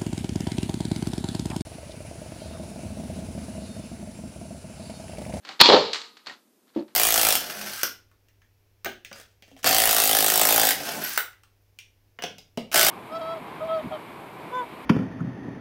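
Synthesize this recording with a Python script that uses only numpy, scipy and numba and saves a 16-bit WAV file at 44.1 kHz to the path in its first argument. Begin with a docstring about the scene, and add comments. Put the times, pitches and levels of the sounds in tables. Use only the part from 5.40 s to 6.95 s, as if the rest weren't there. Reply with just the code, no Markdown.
"""Toy dart blaster in a small bedroom

The trigger creaks, the spring drives the plunger home with a pop, and spring and barrel buzz and ring.
The foam dart thuds against the far wall, which booms with the room. Then the plastic shell clicks,
rubs against hand and sleeve and takes a dull bump. The pop overloads the microphone, whose gain
control ducks and recovers under the ringing of the room."""
import sys
import numpy as np
from scipy import signal
from scipy.fft import rfft, irfft
from scipy.io import wavfile
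from scipy.ndimage import uniform_filter1d, minimum_filter1d
from numba import njit

SR = 44100
rng = np.random.default_rng(int(sys.argv[2]) if len(sys.argv) > 2 else 0)


def file_out(sig):
    """Save sig as 16-bit WAV at sys.argv[1]."""
    # one column per channel
    cols = np.atleast_2d(sig).T
    # limit, then scale
    lim = np.clip(cols, -1, 1)
    pcm = np.round(lim * 32767).astype(np.int16)
    wavfile.write(sys.argv[1], SR, pcm)


N = 68355

# room tone with microphone hiss: f/Hz, level/dB
ROOM_TONE_COLOUR = [(30, -4.5), (150, -12), (210, 3), (330, -3.5), (500, -9.5), (900, -17), (2000, -22),
                    (4500, -23.5), (14500, -21.5)]
# decay of the bedroom: f/Hz, t60/s
ROOM_DECAY = [(100, 0.43), (300, 0.24), (600, .34), (1500, 0.27), (4000, 0.24), (8000, 0.32), (14000, 0.1)]

# tone of the plastic shell: f/Hz, level/dB
SHELL_COLOUR = [(40, -28.5), (150, -8), (300, -2), (550, -4), (750, -0.5), (1000, 0.5), (1350, 3),
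                (2500, -2), (3600, -0.5), (4400, 1), (5500, -10.5), (7500, -17), (10000, -34),
                (15000, -43.5)]
# sleeve and hand brush the shell: t/s, level/dB, half-length/s
SHELL_RUBS = [(0.098, -45.5, 0.046), (0.906, -45.5, 0.039), (1.291, -65, 0.022), (1.386, -53, 0.039)]
# trigger and shell clicks: t/s, level/dB, t60/s, tilt/(dB per octave), reverb send/dB
SHELL_CLICKS = [(0.049, -41, 0.1, 1.5, -4.5), (0.069, -47.5, 0.077, -1, 7), (0.0892, -32.5, 0.047, 1, -4.5),
                (0.531, -21, 0.058, 6.5, -7.5), (0.544, -26.5, 0.1, 2.5, -9),
                (0.557, -29.5, 0.064, 2.5, -9), (0.6157, -34, 0.041, 3.5, -4.5),
                (0.768, -46.5, 0.1, 2, -8.5), (.861, -42.5, 0.047, 3.5, -4.5), (0.8683, -33, 0.06, 1, -8),
                (0.883, -40.5, .07, -2, -19), (0.895, -41.5, 0.06, -0.5, -14),
                (0.907, -43.5, 0.056, -6, -21), (1.48, -56, 0.12, -1, -5.5)]
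# short pings of the shell and the barrel's note after the pop: t/s, f/Hz, level/dB, t60/s
SHORT_PINGS = [(0.089, 4290, -32.5, 0.031), (.090, 765, -37, 0.12), (.202, 4260, -3, 0.062),
               (.234, 962, -9.5, 0.084), (0.534, 4011, -33.5, 0.11), (0.8709, 4353, -27, 0.028),
               (0.869, 1267, -38, 0.081), (.896, 1874, -34, 0.067), (1.396, 4330, -41.5, 0.023)]

# a hand bumps the blaster: t/s, level/dB, f/Hz, t60/s, slap/dB
BUMP_KNOCK = (1.3605, -12, 319.5, 0.0453, -16)
# tone of the bump's slap: f/Hz, level/dB
BUMP_SLAP_COLOUR = [(60, -44.5), (210, 3.5), (480, 2.5), (900, -11), (1600, -23.5), (4300, -30.5),
                    (8000, -48.5)]
# the bump off the nearest walls: delay/s, level/dB
BUMP_REFLECTIONS = [(0.0095, -2.5), (0.0212, -7.5), (0.03, -7), (.0445, -8), (.061, -12.5)]
# low ring of the room after the bump: f/Hz, level/dB, t60/s
BUMP_ROOM_MODES = [(218, -24, 0.198), (336.4, -30.5, 0.12), (416, -36, 0.15), (587, -40, 0.306),
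                   (891, -47.5, 0.33)]

# the dart hits the far wall: t/s, level/dB, f/Hz, t60/s, slap/dB
DART_KNOCK = (.2872, 6, 385, 0.011, -10)
# the higher, slappier knock that the room returns: level/dB, f/Hz, t60/s, slap/dB
RETURN_KNOCK = (-2.5, 511.5, 0.0533, -2.5)
# tone of the dart's slap: f/Hz, level/dB
DART_SLAP_COLOUR = [(30, -7), (220, -5), (450, 3), (750, 3), (1050, -2), (1700, -11), (2500, -14.5),
                    (4300, -7), (6000, -27), (12000, -75.5)]
# the returned knock off the nearest walls: delay/s, level/dB
DART_REFLECTIONS = [(.0095, 0.5), (.024, -14.5), (.033, -4.5), (.0415, -3), (.0565, -3.5), (0.075, -8)]
# boom of the struck wall and the room: f/Hz, level/dB, t60/s
WALL_MODES = [(209, -20.5, 0.35), (410.2, -15.5, .37), (458.4, -17, 0.5), (544, -17.5, 0.37),
              (582, -15.5, 0.36), (848, -24, 0.16)]
# late arrival of the dart's reverb and boom: delay/s, level/dB
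WASH_ARRIVAL = [(.017, -0.5)]

# catch lets go, plunger rushes, slams, bounces, spring rebounds: t/s, level/dB, attack/s, t60/s
SHOT_STROKES = [(0.193, -34, 0.00073, 0.15), (0.198, -6.5, 0.007, .05), (0.2111, 11, 0.00053, 0.04),
                (.2165, 4.5, 0.00079, 0.028), (0.256, -8, .002, 0.069)]
# tone of the shot through the barrel: f/Hz, level/dB
BARREL_COLOUR = [(30, -29), (130, -16.5), (300, -6.5), (600, -10), (950, -1), (1300, -7.5), (2000, -7.5),
                 (3300, -2.5), (4300, 3), (5000, -6), (5900, -18), (7500, -22.5), (10000, -61.5)]
# ring of spring and barrel: f/Hz, level/dB, t60/s
SPRING_MODES = [(934, 1, 0.11), (997, -5, .5), (1245, -19, 1.0), (3330, 1, 0.45), (3533, -7.5, .55),
                (3771, -9, 0.32), (4115, -4.5, .45), (4254, -8.5, 0.28), (4332, 2.5, 0.37),
                (4760, -9.5, 0.51)]


def undb(db):
    """Decibels to gain."""
    return 10 ** (np.asarray(db) / 20)


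def since(start):
    """Seconds since a moment."""
    return np.arange(N) / SR - start


def fade(t, t60):
    """Exponential decay from time zero, silent before it."""
    return (t >= 0) * np.exp(-np.log(1000) * np.maximum(t, 0) / max(t60, 1e-3))


def on_log_axis(hz, points):
    """Read a curve of (f/Hz, value) points along a log frequency axis."""
    freqs, values = np.array(points, float).T
    return np.interp(np.log(np.maximum(hz, 1)), np.log(freqs), values)


def colour(x, points, tilt_db=0):
    """Minimum-phase EQ with a tilt per octave through the mids; the energy stays the same."""
    hz = np.fft.rfftfreq(N, 1 / SR)
    db = on_log_axis(hz, points) + tilt_db * np.log2(np.clip(hz, 200, 5000) / 1000)
    cepstrum = irfft(np.log(undb(db)), N)
    response = np.exp(rfft(2 * cepstrum * (np.arange(N) < N // 2)))
    shaped = irfft(rfft(x) * response, N)
    return shaped * np.linalg.norm(x) / np.linalg.norm(shaped)


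def noise(points, tilt_db=0):
    """Coloured noise of unit power."""
    return colour(rng.standard_normal(N), points, tilt_db)


def burst(start, attack, t60, points, tilt_db=0):
    """A hit rings many close, heavily damped modes about evenly."""
    t = since(start)
    rise = np.clip(t / max(attack, 1e-4), 0, 1)
    envelope = rise * fade(t - np.minimum(t, attack), t60)
    spectrum = rfft(rng.standard_normal(N) * envelope)
    flattened = irfft(spectrum / np.abs(spectrum), N)
    hit = flattened * rise * fade(t, 3 * t60)  # a loose gate trims the smear from flattening
    return colour(hit, points, tilt_db) * np.linalg.norm(envelope) / np.linalg.norm(hit)


def ring(start, modes, waver_share=.006):
    """Struck modes swell over two cycles and die away, wavering slightly in pitch."""
    t, out = since(start), 0
    for hz, db, t60 in modes:
        waver = uniform_filter1d(rng.standard_normal(N), size=600)
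        drift = waver_share * np.cumsum(waver / waver.std()) / SR
        turns = hz * (t + drift) + rng.random()
        envelope = np.clip(t * hz / 2, 0, 1) * fade(t, t60)
        out = out + undb(db) * np.sin(2 * np.pi * turns) * envelope
    return out


def knock(start, db, hz, t60, slap_db, slap_colour):
    """A soft blow swings a panel for a few cycles, with a slap on top."""
    t = since(start)
    contact = np.sin(np.pi / 2 * np.clip(t * hz, 0, 1)) ** 2
    swing = np.sin(2 * np.pi * hz * t) * fade(t, t60) * contact
    slap = undb(slap_db) * burst(start, 1 / hz, t60, slap_colour)
    return undb(db) * (swing + slap)


def reflect(x, echoes):
    """Delayed copies off the walls, wet only."""
    t = since(0)
    return sum(undb(db) * np.interp(t - delay, t, x) for delay, db in echoes)


def reverb(x, predelay_s=0.013, build_s=0.0094):
    """The bedroom's diffuse tail, wet only; each octave dies at its own rate."""
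    t, hz = since(0), np.fft.rfftfreq(N, 1 / SR)
    white, tail = rfft(rng.standard_normal(N)), 0
    centres = 62.5 * 2. ** np.arange(9)
    for centre, share in zip(centres, np.eye(len(centres))):
        octave = irfft(white * on_log_axis(hz, list(zip(centres, share))), N)
        tail = tail + octave * fade(t, on_log_axis(centre, ROOM_DECAY))
    tail = tail * np.clip((t - predelay_s) / build_s, 0, 1)
    return signal.fftconvolve(x, tail / np.linalg.norm(tail))[:N]


def room_tone(level_db=-63):
    """A faint, steady bed of room air and microphone hiss."""
    return undb(level_db) * noise(ROOM_TONE_COLOUR)


def rustle(send_db=-16):
    """Cloth and skin catch and slip on the shell in small grains."""
    swell = sum(undb(db) * np.exp(-(since(peak) / width) ** 2) for peak, db, width in SHELL_RUBS)
    grains = uniform_filter1d(rng.exponential(size=N) ** 4, size=90)
    texture = np.sqrt(np.abs(grains) / grains.mean())
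    rub = swell * texture * noise(SHELL_COLOUR, tilt_db=-1)
    return rub + undb(send_db) * reverb(rub)


def pings():
    """Single modes ring briefly: pings of the shell and the barrel's note after the pop."""
    return sum(ring(start, [(hz, db, t60)]) for start, hz, db, t60 in SHORT_PINGS)


def clicks(attack_s=0.00087):
    """Plastic parts snap against each other and ring the shell."""
    direct, send = 0, 0
    for start, db, t60, tilt_db, send_db in SHELL_CLICKS:
        click = undb(db) * burst(start, attack_s, t60, SHELL_COLOUR, tilt_db)
        direct = direct + click
        send = send + undb(send_db) * click
    return direct + reverb(send)


def hand_bump(send_db=-13):
    """A dull knock judders between the walls and leaves a low ring in the room."""
    blow = knock(*BUMP_KNOCK, BUMP_SLAP_COLOUR)
    judder = reflect(blow, BUMP_REFLECTIONS)
    return blow + judder + undb(send_db) * reverb(blow) + ring(BUMP_KNOCK[0], BUMP_ROOM_MODES)


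def dart_thud():
    """The dart lands with one firm, deep knock; brighter echoes and the boom of wall and room follow."""
    start = DART_KNOCK[0]
    returned = knock(start, *RETURN_KNOCK, DART_SLAP_COLOUR)
    thud = knock(*DART_KNOCK, DART_SLAP_COLOUR)
    wash = reverb(returned) + ring(start, WALL_MODES)
    return thud + reflect(returned, DART_REFLECTIONS) + reflect(wash, WASH_ARRIVAL)


def shot(send_db=-17, ring_db=-14, buzz_db=-8, buzz_rise_s=0.076, buzz_t60_s=0.6):
    """The plunger's strokes crack through the barrel; the slam leaves the spring buzzing and ringing."""
    pop = sum(undb(db) * burst(start, attack, t60, BARREL_COLOUR)
              for start, db, attack, t60 in SHOT_STROKES)
    slam = SHOT_STROKES[2][0]
    t = since(slam)
    buzz_envelope = np.clip(t / buzz_rise_s, 0, 1) * fade(t, buzz_t60_s)
    buzz = undb(buzz_db) * noise(BARREL_COLOUR) * buzz_envelope
    return pop + undb(send_db) * reverb(pop) + buzz + undb(ring_db) * ring(slam, SPRING_MODES)


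def scene():
    """Mono mix of blaster, dart and handling over the room tone."""
    return (shot() + clicks() + pings() + dart_thud() + hand_bump() + rustle() + room_tone())[None]


@njit
def follow(x, attack, release):
    """Envelope follower with separate rise and fall rates per sample."""
    out, level = np.empty(len(x)), 0.
    for i in range(len(x)):
        level += (x[i] - level) * (attack if x[i] > level else release)
        out[i] = level
    return out


def gain_control(x, threshold_db=-13, slope=0.55, attack_s=0.022, release_s=0.031):
    """Ducks loud sound and recovers, too slowly to catch the front of the pop."""
    level = follow(np.abs(x), 1 / (attack_s * SR), 1 / (release_s * SR))
    return x * np.minimum(1, undb(threshold_db) / (level + 1e-9)) ** slope


def peak_limiter(x, ceiling=.95, deepest_db=-3, hold_s=.003):
    """Fast, shallow gain dips shave the peaks."""
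    hold = int(hold_s * SR)
    dip = np.clip(ceiling / (np.abs(x) + 1e-9), undb(deepest_db), 1)
    return x * uniform_filter1d(minimum_filter1d(dip, hold), hold)


def record(dry):
    """Microphone chain: low cut, gain control, limiter, hard clipping on the pop, steep high cut."""
    low_cut = signal.butter(2, 199, "high", fs=SR, output="sos")
    high_cut = signal.ellip(12, .2, 95, 14700, fs=SR, output="sos")
    thinned = signal.sosfilt(low_cut, dry[0])
    clipped = np.clip(peak_limiter(gain_control(thinned)), -1, 1)
    return signal.sosfilt(high_cut, clipped)[None]


dry = scene()
out = record(dry)
file_out(out)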